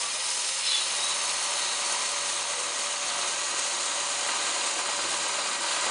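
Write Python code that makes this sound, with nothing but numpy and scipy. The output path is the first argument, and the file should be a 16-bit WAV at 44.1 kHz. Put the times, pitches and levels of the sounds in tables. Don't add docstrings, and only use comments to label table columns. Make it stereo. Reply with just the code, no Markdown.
import sys
import numpy as np
from scipy import signal
from scipy.fft import rfft, irfft
from scipy.io import wavfile

SR = 44100
rng = np.random.default_rng(int(sys.argv[2]) if len(sys.argv) > 2 else 0)


def dump_mix(stems):
    frames = np.atleast_2d(stems).T
    limited = np.clip(frames, -1, 1)
    pcm = np.round(limited * 32767).astype(np.int16)
    wavfile.write(sys.argv[1], SR, pcm)


N = 260190
TIME = np.arange(N) / SR
SPINDLE_HZ, FIRST_BITE_S = 8.0, .0115
LOAD_S, LOAD_RISE_S = 0.87, 0.08


def undb(db):
    return 10 ** (np.asarray(db) / 20)

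def unit(x):
    return x / np.sqrt(np.mean(x ** 2))

def curve(rows, column=1):
    rows = np.array(rows)
    return np.interp(TIME, rows[:, 0], rows[:, column])

def ramp(start_s, rise_s):
    return np.clip((TIME - start_s) / rise_s, 0, 1)

def bump(s, reach_s):
    return np.exp(-.5 * ((TIME - s) / reach_s) ** 2)

def walk(hz):
    f = np.arange(N // 2 + 1) * SR / N
    return unit(irfft(rfft(rng.standard_normal(N)) / np.sqrt(1 + (f / hz) ** 4), N))

def crackle(spread_db):
    noise = rng.standard_normal(N)
    grain_db = spread_db * np.repeat(rng.standard_normal(N), repeats=16)[:N]
    return unit(noise * undb(grain_db))

def ring(hz, width_hz):
    phase = 2 * np.pi * np.cumsum(hz * np.ones(N)) / SR
    return unit(walk(width_hz / 2) * np.cos(phase) + walk(width_hz / 2) * np.sin(phase))

def sing(hz, width_hz, tonal, drift=.15):
    pitch_hz = hz + drift * width_hz * walk(width_hz / 2)
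    tone = np.sin(2 * np.pi * np.cumsum(pitch_hz) / SR)
    return np.sqrt(tonal) * unit(tone) + np.sqrt(1 - tonal) * ring(hz, width_hz)

def burst(s, length, hz, glide_hz_per_s, width_hz, tonal):
    progress = ramp(s, length)
    swell = np.sin(np.pi * progress)
    tone = sing(hz + glide_hz_per_s * length * (progress - .5), width_hz, tonal) * swell
    return tone * np.linalg.norm(swell) / np.linalg.norm(tone)

def response(colour, modes=(), size=8192):
    f = np.arange(size // 2 + 1) * SR / size
    hz, db = np.transpose(colour)
    db = np.interp(np.log(f + 1), np.log(hz), db)
    for centre, width, lift in modes:
        db = db + lift / (1 + (2 * (f - centre) / width) ** 2)
    cepstrum = irfft(np.log(undb(db)))
    cepstrum[1:size // 2] *= 2
    cepstrum[size // 2 + 1:] = 0
    return irfft(np.exp(rfft(cepstrum)))

def through(x, impulse):
    return signal.fftconvolve(x, impulse)[:N]

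def filtered(x, order, hz, side):
    return signal.sosfilt(signal.butter(order, hz, side, fs=SR, output="sos"), x)

def enclosure(x, t60=0.097, wet_db=-14):
    t = np.arange(SR // 2) / SR
    tail = rng.standard_normal(len(t)) * np.exp(-np.log(1000) * t / t60)
    return x + undb(wet_db) * through(x, tail / np.linalg.norm(tail))

# time in seconds, share of the pocket wall in dB.
WALL_SHARE = [(0, -16), (.9, -17.5), (2, -11), (3.5, -6.5), (4.4, -4.5), (5.9, -3)]
def depth_db():
    return curve(WALL_SHARE)

# time in seconds, base level of the cut in dB.
CUT_LEVEL = [(0, -39.5), (.55, -42.5), (.78, -39.5), (1.1, -36), (2.0, -35.5), (2.3, -37.5), (4.1, -36),
             (4.4, -34), (4.7, -34.5), (5.6, -33.5), (5.9, -33.5)]
# time and reach either side in seconds, workpiece and chip changes in dB.
CUT_SWELLS = [(1.93, 0.024, 2.3, -2), (2.65, 0.29, 1, -1.3), (3.23, 0.045, 2, 2), (4.46, 0.19, 0, 1.5),
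              (5.73, 0.036, 0, 4), (5.88, .025, 2, 1)]
def cut_db(runout_db=0.2, lag_s=0.012):
    turn = np.cos(2 * np.pi * SPINDLE_HZ * (TIME - FIRST_BITE_S - lag_s))
    swells = sum(db * bump(s, reach) for s, reach, db, _ in CUT_SWELLS)
    return curve(CUT_LEVEL) + swells + runout_db * undb(depth_db()) * turn

# time in seconds, level in dB.
HUM_LEVEL = [(0, -70.5), (1.15, -69.5), (1.35, -64), (1.55, -78), (1.75, -68), (2, -74), (2.25, -65.5),
             (2.7, -70.5), (2.9, -77), (3.2, -64), (3.85, -75), (4.1, -66), (4.75, -74.5), (5.05, -60.5),
             (5.45, -75), (5.9, -65)]
def motor_hum(hz=118.6):
    return unit(np.sin(2 * np.pi * hz * TIME)) * undb(curve(HUM_LEVEL))

def spindle_tone(load, hz=533, idle_db=-55, loaded_change_db=-9.5, waver_db=2.4):
    tone = np.sin(2 * np.pi * hz * TIME) * undb(waver_db * walk(11)) * ramp(0, rise_s=.35)
    return unit(tone) * undb(idle_db + loaded_change_db * load)

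def gear_whine(load, hz=575.2, wander=0.0033, waver_db=2.4, octave_db=-2, base_db=-44):
    phase = 2 * np.pi * np.cumsum(hz * (1 + wander * walk(29))) / SR
    fundamental = np.sin(phase) * undb(waver_db * walk(22))
    octave = np.sin(2 * phase) * undb(octave_db + waver_db * walk(12))
    return unit(fundamental + octave) * load * undb(base_db + 0.19 * depth_db())

# start and length in seconds, pitch and bandwidth in Hz, level in dB.
PANEL_MODES = [(0, 0.12, 1162, 18, -43), (0, 0.11, 500, 23, -51), (0.094, 0.13, 605, 21, -48),
               (0, 0.62, 852, 14.4, -52.5), (.08, 0.57, 976, 16, -51), (1.5, 0.11, 858, 14, -46.5),
               (2.42, 0.32, 505, 9, -48.5), (3.02, 0.24, 715, 26.2, -45.5), (3.8, 0.97, 815, 10, -53),
               (4.3, 0.4, 735, 9.2, -51)]
def panel_rings(sag_widths=1.1, tonal=.5):
    return sum(undb(db) * burst(s, length, hz, -sag_widths * width_hz / length, width_hz, tonal)
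               for s, length, hz, width_hz, db in PANEL_MODES)

# frequency in Hz, relative gain in dB.
FRAME_COLOUR = [(30, -44), (90, -29.5), (130, -25.5), (160, 2.5), (180, -13), (200, 1), (240, -0.5),
                (280, 2), (305, -7), (360, 6.5), (450, -2.5), (800, -32), (3000, -59)]
def frame_rumble(age, force, push=0.46, push_s=.006, relative_db=-21):
    shake = rng.standard_normal(N) * (1 + push * force * np.exp(-age / push_s))
    return unit(through(shake, response(FRAME_COLOUR))) * undb(cut_db() + relative_db)

# time in seconds, pitch in Hz, relative level in dB.
GAP_RESONANCE = [(0, 6390, -45), (1.2, 6540, -41), (2.6, 6530, -39), (3.5, 6720, -38.5), (4.4, 6860, -37.5),
                 (5.9, 6790, -42.5)]
# peak time and reach either side in seconds, pitch and bandwidth in Hz, relative level in dB.
HOLLOW_MODES = [(0.13, 0.65, 5040, 170, -41.5), (0.85, 1.35, 5320, 260, -43), (0.5, 1.56, 9630, 560, -38.5),
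                (1.47, 0.79, 4385, 100, -43), (1.2, 2.8, 6275, 230, -42.5), (2.6, 4.4, 8445, 200, -44),
                (5.8, 1.2, 4840, 120, -45), (5.03, 0.76, 4080, 150, -45), (5.9, 0.77, 7260, 260, -42.5)]
def cavity_rings(gap_width_hz=750):
    rings = ring(curve(GAP_RESONANCE), gap_width_hz) * undb(curve(GAP_RESONANCE, column=2))
    for s, reach, hz, width_hz, db in HOLLOW_MODES:
        rings += ring(hz, width_hz) * undb(db) * bump(s, reach)
    return rings

# frequency in Hz, relative gain in dB.
JET_COLOUR = [(100, -29), (250, -18), (600, -4), (1500, -2.5), (3000, -2), (4500, 2.5), (5700, 1),
              (6400, 3), (7600, 4), (9100, 2), (10200, 1.5)]
def air_jet(hiss_db=-29.5, rise_db_per_s=0.06, waver_db=0.76, flutter_db=1.53, split_hz=5000, ring_db=-1):
    dip_db = -bump(2.87, reach_s=0.33)
    flow_db = rise_db_per_s * TIME + dip_db + waver_db * walk(10.3)
    spit = crackle(spread_db=1.2)
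    spit = sum(filtered(spit, 5, split_hz, side) * undb(flutter_db * walk(72)) for side in ("low", "high"))
    hiss = unit(enclosure(through(spit, response(JET_COLOUR)))) * undb(flow_db + hiss_db)
    return hiss + cavity_rings() * undb(flow_db - flow_db.mean() + ring_db)

def chip_pings(per_s=150, low_hz=2396, high_hz=9916, t60=0.14, softest_db=-45, spread_db=9):
    t, out = np.arange(SR // 10) / SR, np.zeros(2 * N)
    for when, pitch, size in rng.random((int(per_s * N / SR), 3)):
        hz = low_hz + (high_hz - low_hz) * pitch
        ping = np.sin(2 * np.pi * hz * t) * np.exp(-np.log(1000) * t / t60)
        start = int(when * N)
        out[start:start + len(t)] += undb(softest_db + spread_db * size ** 2) * ping
    return out[:N]

# pitch and bandwidth in Hz, level in dB relative to the cut, tonal share from 0 to 1.
LONG_MODES = [(735, 12, -20, .7), (1019, 24, -15, .6), (1031, 13, -21.5, .5), (1217, 36, -25, 0.02)]
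# pitch and bandwidth in Hz, level in dB at the wall's full share.
WALL_MODES = [(1246, 10, -50.5), (1970, 35, -52), (2480, 35, -49), (4795, 50, -46), (4050, 60, -48.5),
              (5830, 19, -56)]
def modal_drone(wall_tonal=0.49):
    body = sum(undb(db) * sing(hz, width_hz, tonal) for hz, width_hz, db, tonal in LONG_MODES)
    wall = sum(undb(db) * sing(hz, width_hz, wall_tonal) for hz, width_hz, db in WALL_MODES)
    return body * undb(cut_db()) * ramp(LOAD_S, LOAD_RISE_S) + wall * undb(depth_db())

# start and length in seconds, pitch in Hz, glide in Hz per second, bandwidth in Hz,
# level in dB, tonal share from 0 to 1.
EDGE_SQUEALS = [(.645, .055, 5216, 0, 140, -31.5, .55), (.658, .08, 4000, 1200, 170, -29.5, .45),
                (0.707, .1, 3440, -1, 80, -30.5, .8), (.708, .065, 3510, 0, 170, -31, .55),
                (.745, .14, 3930, -2000, 320, -34, .3), (.945, .25, 3860, 700, 300, -33.5, .22),
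                (1.452, 0.38, 3945, 0, 420, -38, 0), (0.605, .25, 3650, -0.5, 1700, -31.5, 0.07)]
def squeals(age, throb=0.17, throb_s=.012):
    out = sum(undb(db) * burst(s, length, hz, glide, width_hz, tonal)
              for s, length, hz, glide, width_hz, db, tonal in EDGE_SQUEALS)
    out = filtered(out, 4, hz=1800, side="high")
    return out * unit(1 + throb * np.exp(-age / throb_s))

def scrape_db(base_db=-35.5, before_db=-1, entry_s=0.608, attack_s=0.046, release_s=0.11, flare_db=4):
    since = np.maximum(TIME - entry_s - attack_s, 0)
    entered = ramp(entry_s, attack_s)
    flare = flare_db * entered * np.exp(-since / release_s)
    swells = sum(db * bump(s, reach) for s, reach, _, db in CUT_SWELLS)
    return base_db - 0.04 * depth_db() + before_db * (1 - entered) + flare + swells

# frequency in Hz, relative gain in dB.
CHIP_COLOUR = [(700, -34.5), (1500, -8.5), (2100, -2), (3000, 2), (3450, -0.5), (4100, 3.5), (4800, -6),
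               (6000, -11), (10000, -9)]
# centre and bandwidth in Hz, lift or dip in dB.
CHIP_RESONANCES = [(1915, 70, 7.5), (2455, 130, 3.5), (2695, 110, -7.5), (2770, 28, 7.5), (2900, 150, 2.5),
                   (3210, 75, 2), (3440, 100, -3), (3760, 100, 5), (4100, 86, 4), (4430, 57, 5.5)]
def scraping(age, force, bite=.3, bite_s=0.0068, flutter_db=.5):
    rub = crackle(spread_db=2) * (1 + bite * force * np.exp(-age / bite_s))
    rub *= undb(flutter_db * walk(25))
    return unit(enclosure(through(rub, response(CHIP_COLOUR, CHIP_RESONANCES)))) * undb(scrape_db())

# frequency in Hz, relative gain in dB.
WORKPIECE_COLOUR = [(30, -31.5), (90, -23), (140, -28), (220, -22.5), (350, -16), (520, -6), (900, 1.5),
                    (1280, 1), (1480, -4), (1750, -3), (2000, -3), (2500, -1.5), (5000, -14),
                    (10000, -35.5)]
# centre and bandwidth in Hz, lift or dip in dB.
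WORKPIECE_RESONANCES = [(514, 140, 4.5), (770, 40, -1), (860, 36, 3), (960, 95, 4), (1020, 29, 3),
                        (1231, 150, 4), (1433, 50, -3.5), (1540, 90, 3), (1770, 73, -9), (1923, 73, 5.5)]
def workpiece():
    return response(WORKPIECE_COLOUR, WORKPIECE_RESONANCES)

# start in seconds, relative peak level in dB.
PROUD_BITES = [(4.286, -18.5), (4.463, -21), (4.638, -22.5), (4.789, -19), (4.888, -17), (4.988, -19),
               (5.137, -20), (5.262, -20), (5.387, -19), (5.512, -24), (5.637, -20.5), (5.762, -20),
               (5.863, -20), (5.887, -18)]
def heavy_bites(attack_s=.002, decay_s=0.0087, gain_db=-4, dull_hz=2000):
    t, out = np.arange(SR // 20) / SR, np.zeros(2 * N)
    dull_body = filtered(workpiece(), 1, dull_hz, "low")
    push = (1 - np.exp(-t / attack_s)) * np.exp(-t / decay_s)
    for s, db in PROUD_BITES:
        crunch = through(rng.standard_normal(len(t)) * push, dull_body)
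        start = int(s * SR)
        out[start:start + len(crunch)] += undb(db + gain_db) * crunch / np.abs(crunch).max()
    return enclosure(out[:N])

INSERT_FORCES = [-8.5, -5.5, -7, -7.5, -9]
def inserts(scatter_db=1.0):
    tooth_hz = SPINDLE_HZ * len(INSERT_FORCES)
    passes = (TIME - FIRST_BITE_S) * tooth_hz
    bite = np.floor(passes).astype(int)
    scatter = scatter_db * rng.standard_normal(bite.max() + 2)
    force_db = np.array(INSERT_FORCES)[bite % len(INSERT_FORCES)] + scatter[bite]
    return (passes - bite) / tooth_hz, undb(force_db)

# frequency in Hz, relative gain in dB.
WALL_COLOUR = [(30, -35), (120, -25.5), (200, -14), (290, -3), (370, -1), (460, -8), (700, 1.5), (950, -5),
               (1200, -7), (1400, 3.5), (1620, 3.5), (1800, -10), (4000, -21.5), (10000, -32)]
def cutting(age, force, knock=.85, knock_s=0.0046, tear=0.49, tear_s=0.0091, gain_db=-0.3):
    load = 1 + force * (knock * np.exp(-age / knock_s) + tear * np.exp(-age / tear_s))
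    body = unit(through(crackle(spread_db=2.5) * load, workpiece()))
    wall = unit(through(crackle(spread_db=4.5) * load, response(WALL_COLOUR, WORKPIECE_RESONANCES)))
    share = undb(depth_db())
    blend = (body + share * wall) / np.hypot(1, share)
    return unit(enclosure(blend)) * undb(cut_db() + gain_db)

# time in seconds, change of level in dB.
BRIEF_LULLS = [(.18, -0.5), (3.01, -1), (4.74, -2), (4.84, -1.5), (4.96, -2), (5.18, -1.5), (5.59, -3)]
def scene():
    age, force = inserts()
    metal = cutting(age, force) + frame_rumble(age, force) + heavy_bites() + scraping(age, force)
    metal += squeals(age) + modal_drone() + panel_rings() + chip_pings()
    ease = undb(sum(db * bump(s, reach_s=0.019) for s, db in BRIEF_LULLS))
    load = 1 - np.exp(-np.maximum(TIME - LOAD_S, 0) / LOAD_RISE_S)
    drive = gear_whine(load) + spindle_tone(load) + motor_hum()
    mono = (metal + air_jet()) * ease + drive
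    return np.array([mono, mono])

def record(dry):
    return signal.sosfilt(signal.ellip(12, .2, 80, 9980, fs=SR, output="sos"), dry)


dry = scene()
out = record(dry)
dump_mix(out)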